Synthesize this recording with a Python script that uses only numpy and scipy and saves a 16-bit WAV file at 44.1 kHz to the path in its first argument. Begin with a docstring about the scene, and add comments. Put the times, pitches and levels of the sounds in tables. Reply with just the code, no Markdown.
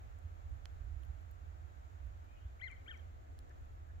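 """A water bird gives two short, arching yelps in a quiet marsh, and the wooded bank answers faintly.
Each yelp sweeps slightly rough harmonics through the fixed resonances of the throat; the bank
returns two distinct echoes and a scattered tail. Far birds whistle just before and blip after.
Underneath lie a low rumble with soft thumps, a thin, wide hush and very faint ticking,
while a few small dry clicks sound close by."""
import sys
import numpy as np
from scipy import signal
from scipy.fft import rfft, irfft, next_fast_len
from scipy.io import wavfile
from scipy.ndimage import uniform_filter1d, map_coordinates

SR = 44100
rng = np.random.default_rng(int(sys.argv[2]) if len(sys.argv) > 2 else 0)


def put_to_file(sound):
    """Save the sound as 16-bit audio at rate SR, in the file named by the first command-line argument."""
    columns = np.atleast_2d(sound).T  # one column per channel
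    safe = np.clip(columns, -1, 1)
    whole_steps = np.round(safe * 32767)
    wavfile.write(sys.argv[1], SR, whole_steps.astype(np.int16))


N = 176400

# Fader ride of the rumble: time_s, level_db
RUMBLE_RIDE = [(0, -48), (.3, -52), (.52, -45.5), (.62, -51), (.85, -47), (1.08, -47), (1.16, -52),
               (1.48, -51), (1.7, -53), (1.98, -55), (2.08, -45.5), (2.22, -52.5), (2.46, -53.5),
               (2.7, -51.5), (4, -49)]
# Tone of the rumble: frequency_hz, gain_db
RUMBLE_EQ = [(15, -23.5), (25, -10.5), (40, -7), (55, -3), (70, -1), (84, 2), (95, -8.5), (120, -17.5),
             (150, -29), (200, -40)]
# Stereo width of the rumble: frequency_hz, side_minus_mid_db
RUMBLE_WIDTH = [(30, -2), (70, -6.5), (150, -7.5)]
# Pan move of the rumble: time_s, left_minus_right_db
RUMBLE_PAN = [(0, -4.5), (1.2, -10.5), (2, -5), (2.7, -1), (3.3, -3), (4, 0)]
# Soft thumps that stand out of the rumble: centre_s, peak_db
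THUMPS = [(0.261, -39), (0.816, -41), (0.971, -37.5), (1.103, -36.5), (2.461, -38.5)]

# Fader ride of the hush: time_s, level_db
HUSH_RIDE = [(0.0, -73), (0.54, -73.5), (2.33, -75), (2.96, -74), (3.87, -75.5), (4.0, -75.5)]
# Tone of the hush: frequency_hz, gain_db
HUSH_EQ = [(110, -32), (180, -2), (360, -1.5), (395, -6.5), (495, -4), (543, -6), (597, -3), (719, -3),
           (1010, -13), (1360, -7), (1700, -8), (2880, -17.5), (3950, -20.5), (5040, -25.5), (6310, -23.5),
           (6930, -18.5), (9350, -39.5), (11500, -28.5), (15800, -33)]
# Stereo width of the hush and its swell: frequency_hz, side_minus_mid_db
HUSH_WIDTH = [(200, -2), (300, -2.5), (470, 5.5), (750, 8), (1100, 13), (1600, 0), (2400, 2), (4000, 0),
              (14000, 0.5)]
# Fader ride of the low-mid swell: time_s, level_db
SWELL_RIDE = [(0, -80.5), (1.2, -88.5), (2.3, -100), (2.8, -75), (3.15, -76), (3.5, -74), (4, -82)]
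# Tone of the swell: frequency_hz, gain_db
SWELL_EQ = [(120, -51), (260, 3), (350, -3), (550, -7), (1000, -27), (2000, -75)]

# Tone of the faint ticks: frequency_hz, gain_db
TICK_EQ = [(2000, -16), (4000, -7), (9000, -16), (12000, -3), (16000, -16)]
# Close dry clicks: start_s, crack_db, low_cut_hz, high_cut_hz, left_minus_right_db,
# rings as (pitch_hz, level_db, t60_s)
CLICKS = [(.189, -64, 5000, 14100, -6, [(7060, -64, .004), (12200, -70, .004)]),
          (0.6562, -37.5, 1200, 3750, -7, [(1500, -48.5, 0.0044), (3090, -48.5, 0.0085),
          (4200, -53, 0.0086), (6640, -53, 0.0028), (13000, -67, .002)]),
          (1.0344, -63.5, 6000, 14000, -7, [(2970, -61.5, .011), (9440, -66, 0.005), (12500, -68, .005)]),
          (1.050, -67, 8000, 15100, 8, [(12000, -65, .005), (14500, -67, .005)]),
          (1.3128, -64, 9000, 16000, 11, [(12900, -58, .0032), (14700, -58, 0.0035)]),
          (2.715, -69, 6000, 12000, -6, [(6950, -62, 0.0046), (9500, -69, .005)]),
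          (2.9746, -70, 5000, 13000, 5, [(1960, -69, 0.019), (5850, -65, 0.022)]),
          (3.39, -50.5, 2780, 8750, 2, [(3400, -59, 0.0048), (4200, -52.5, .004), (5400, -60, 0.005),
          (10200, -58, 0.0097), (15000, -58, .006)]), (3.495, -67, 6000, 15000, -3, [(6070, -64, .005),
          (9900, -77, .005)])]

# Rising whistles of far birds: start_s, end_s, from_hz, to_hz, level_db
WHISTLES = [(2.272, 2.35, 2340, 2540, -74.5), (2.292, 2.338, 3050, 3160, -78.5),
            (2.358, 2.398, 2850, 2960, -75), (2.398, 2.44, 3130, 3190, -77), (2.44, 2.48, 3350, 3550, -82)]
# Far calls heard only as soft blips: centre_s, half_width_s, centre_hz, level_db
BLIPS = [(3.512, .012, 1720, -68.5), (3.905, .025, 1680, -71)]
# How far the yelps and whistles lean left: frequency_hz, left_minus_right_db
BIRD_BALANCE = [(1500, 4), (1850, 4), (2120, 21), (2500, 25), (3200, 6), (4200, 7)]
# Decay of the bank's tail: frequency_hz, t60_s
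BANK_DECAY = [(500, 0.53), (2000, 0.4), (3200, 0.32), (6000, 0.24)]

# Pitch arches, one list per yelp: time_s, pitch_hz
YELP_ARCHES = [
    [(2.588, 870), (2.604, 1170), (2.616, 1630), (2.621, 1989), (2.642, 2152), (2.664, 2012), (2.676, 1848),
     (2.680, 1575), (2.703, 1200), (2.725, 1139), (2.74, 940)],
    [(2.856, 940), (2.869, 1200), (2.884, 1620), (2.896, 1830), (2.905, 1824), (2.912, 1590), (2.922, 1450),
     (2.936, 1227), (2.964, 938)],
]
# Drive of each yelp into the throat: level_db, tilt_per_harmonic_db
YELP_DRIVE = [(-43.5, -1), (-42, -1)]
# Harmonics of the voice: multiple, gain_db
HARMONICS = [(1, 7), (2, -4), (3, -41)]
# Resonances of the throat: frequency_hz, gain_db
THROAT_EQ = [(900, -31), (1250, -27.5), (1480, -12.5), (1690, -14.5), (1860, -4.5), (2120, -3), (2290, 2),
             (2700, -14), (3200, 5.5), (3450, -15), (3680, -14), (3850, -31), (4150, -11.5), (4600, -33),
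             (7000, -48)]
# Distinct returns from the bank: delay_s, gain_db
ECHOES = [(.085, -20.5), (.133, -30)]


def amp(db):
    """Decibels to gain."""
    return 10 ** (np.asarray(db) / 20)


def unit(x):
    """Scale to rms 1."""
    return x / np.sqrt(np.mean(x ** 2) + 1e-20)


def along(points, hz):
    """Read (frequency_hz, value) points on a log frequency axis."""
    freqs, values = np.transpose(points)
    return np.interp(np.log(hz + 1), np.log(freqs + 1), values)


def automation(points):
    """Join (time_s, value) points into one value per sample."""
    return np.interp(np.arange(N) / SR, *np.transpose(points))


def wobble(per_s):
    """A smooth random curve through per_s knots a second."""
    knots = rng.standard_normal(int(N * per_s / SR) + 4)
    return map_coordinates(knots, [np.arange(N) * per_s / SR])


def filtered(x, response):
    """Pass x through a complex frequency response."""
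    size = next_fast_len(N + SR // 2)
    return irfft(rfft(x, size) * response(np.fft.rfftfreq(size, 1 / SR)), size)[..., :N]


def panned(db):
    """Left and right gains for a left-minus-right level."""
    return amp(np.array([np.atleast_1d(db), -np.atleast_1d(db)]) / 2)


def noise_bed(eq, width):
    """Shaped stereo noise whose mid has rms 1."""
    mid = filtered(rng.standard_normal(N), lambda hz: amp(along(eq, hz)))
    side = filtered(rng.standard_normal(N), lambda hz: amp(along(eq, hz) + along(width, hz)))
    return np.array([mid + side, mid - side]) / mid.std()


def gate(start, end, attack_s=0.0086, release_s=0.0095):
    """Attack, hold and release of a note."""
    t = np.arange(N) / SR
    return np.clip((t - start) / attack_s, 0, 1) * np.clip((end - t) / release_s, 0, 1)


def rumble(trim_db=-1, flutter_db=1, thump_hz=68, thump_half_width_s=0.012):
    """A low, uneven rumble with a few soft thumps, at first stronger on the right."""
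    t, thumps = np.arange(N) / SR, np.zeros(N)
    level = amp(trim_db + automation(RUMBLE_RIDE) + flutter_db * wobble(14))
    for centre_s, peak_db in THUMPS:
        envelope = amp(peak_db) * np.exp(-((t - centre_s) / thump_half_width_s) ** 2)
        thumps += envelope * np.sin(2 * np.pi * (thump_hz * t + rng.random()))
    roll_off = [(320, -63.5), (600, -120)]
    bed = level * noise_bed(RUMBLE_EQ + roll_off, RUMBLE_WIDTH)
    return panned(automation(RUMBLE_PAN)) * (thumps + bed)


def hush(trim_db=3, drift_db=.4):
    """The wide, steady hush of open country, with a slow swell in the low mids."""
    level = amp(trim_db + automation(HUSH_RIDE) + drift_db * wobble(5.38))
    low_cut = [(60, -35)]
    air = level * noise_bed(low_cut + HUSH_EQ, HUSH_WIDTH)
    swell = amp(automation(SWELL_RIDE)) * noise_bed(SWELL_EQ, HUSH_WIDTH)
    return air + swell


def ticking(per_s=8, level_db=-81, spread_db=2, t60_s=.025):
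    """Very faint random ticks of bright noise, like dry reeds touching."""
    hits = (rng.random(N) < per_s / SR) * amp(level_db + spread_db * rng.standard_normal(N))
    decay = amp(-60 * np.arange(SR // 10) / SR / t60_s)
    noise = unit(filtered(rng.standard_normal((2, N)), lambda hz: amp(along(TICK_EQ, hz))))
    return signal.fftconvolve(hits, decay)[:N] * noise


def clicks(snap_s=.0005, rattle=.4, rattle_t60_s=.007, ring_attack_s=.0001):
    """Each click is a tiny, sharp crack of noise with a few brief rings."""
    out, t = np.zeros((2, N + SR)), np.arange(SR // 20) / SR
    envelope = np.exp(-t / snap_s) + rattle * amp(-60 * t / rattle_t60_s)
    ring_attack = (1 - np.exp(-t / ring_attack_s)) ** 2
    for start_s, crack_db, low_cut_hz, high_cut_hz, pan_db, modes in CLICKS:
        burst = rng.standard_normal((2, len(t))) * envelope
        thin = signal.lfilter(*signal.butter(1, low_cut_hz, "highpass", fs=SR), burst)
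        crack = signal.lfilter(*signal.butter(2, high_cut_hz, fs=SR), thin)
        rings = np.zeros_like(crack)
        for hz, db, t60_s in modes:
            cycles = hz * t + rng.random() + rng.random((2, 1)) / 4  # phase offsets add width
            rings += amp(db - 60 * t / t60_s) * np.sin(2 * np.pi * cycles)
        onset = round(start_s * SR)
        out[:, onset:onset + len(t)] += panned(pan_db) * (amp(crack_db) * crack + ring_attack * rings)
    return out[:, :N]


def far_whistles(jitter=.012, flicker_db=3, send_db=14):
    """Broken, overlapping whistles from across the marsh, wetter than the near bird."""
    t, voices = np.arange(N) / SR, np.zeros(N)
    for start_s, end_s, from_hz, to_hz, db in WHISTLES:
        pitch = np.interp(t, [start_s, end_s], [from_hz, to_hz]) * (1 + jitter * wobble(260))
        envelope = amp(db + flicker_db * wobble(44.08)) * gate(start_s, end_s)
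        voices += envelope * np.sin(2 * np.pi * np.cumsum(pitch) / SR)
    return from_left(voices) + amp(send_db) * bank_tail(voices)


def from_left(x, lag_s=0.00023):
    """A call from the left reaches the right channel later and weaker."""
    right = filtered(x, lambda hz: amp(-along(BIRD_BALANCE, hz)) * np.exp(-2j * np.pi * hz * lag_s))
    return np.array([x, right])


def bank_tail(x, return_db=-17, pan_db=2, rise_s=0.015, clump_db=6, clumps_per_s=130):
    """Trees and reeds scatter a tail back over the water; it arrives in clumps, tree by tree."""
    hz, t, noise = signal.stft(rng.standard_normal((2, SR)), SR, nperseg=256)
    decay = amp(-60 * t / along(BANK_DECAY, hz)[:, None])
    bloom = 1 - np.exp(-t / rise_s)
    tail = signal.istft(noise * decay * bloom, SR, nperseg=256)[1]
    tail *= amp(clump_db * np.tanh(wobble(clumps_per_s)[:tail.shape[1]]))
    wet = signal.fftconvolve(x[None], tail / np.linalg.norm(tail[0]), axes=1)[:, :N]
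    return amp(return_db) * panned(pan_db) * wet


def water_bird(jitter=.011, flutter_db=1.9, rasp=.12, effort_db_per_octave=6, full_effort_hz=2100):
    """Each yelp sweeps rough harmonics through the throat's resonances, pushing harder as it rises."""
    voice = np.zeros(N)
    for arch, (drive_db, tilt_db) in zip(YELP_ARCHES, YELP_DRIVE):
        pitch = uniform_filter1d(automation(arch), size=180) * (1 + jitter * wobble(350))
        phase = 2 * np.pi * np.cumsum(pitch) / SR
        tone = sum(amp(db + (k - 1) * tilt_db) * np.sin(k * phase) for k, db in HARMONICS)
        effort_db = effort_db_per_octave * np.log2(pitch / full_effort_hz) + flutter_db * wobble(140)
        envelope = amp(drive_db + effort_db) * gate(arch[0][0], arch[-1][0])
        voice += envelope * tone * (1 + rasp * wobble(1000))
    return filtered(voice, lambda hz: amp(along(THROAT_EQ, hz)))


def bank_echoes(x, shimmer_db=3, shimmer_per_s=70):
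    """The nearest stretches of bank slap the call back, with a wavering level."""
    taps = filtered(x, lambda hz: sum(amp(db) * np.exp(-2j * np.pi * hz * s) for s, db in ECHOES))
    return taps * amp(shimmer_db * wobble(shimmer_per_s))


def far_blips(half_band_hz=170):
    """Calls so distant that only soft blips of narrow-band noise are heard."""
    t, out = np.arange(N) / SR, np.zeros((2, N))
    for centre_s, half_width_s, centre_hz, db in BLIPS:
        noise = rng.standard_normal((2, N))
        band = unit(filtered(noise, lambda hz: 1 / (1 + ((hz - centre_hz) / half_band_hz) ** 2)))
        out += amp(db) * np.exp(-((t - centre_s) / half_width_s) ** 2) * band
    return out


def scene():
    """The bird and its echoes up front, over the quiet marsh."""
    voice = water_bird()
    yelps = from_left(voice + bank_echoes(voice)) + bank_tail(voice)
    return yelps + far_whistles() + far_blips() + clicks() + ticking() + rumble() + hush()


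def record(dry):
    """A brick-wall high cut on the whole mix."""
    high_cut_hz = 15900
    return filtered(dry, lambda hz: hz < high_cut_hz)


dry = scene()
out = record(dry)
put_to_file(out)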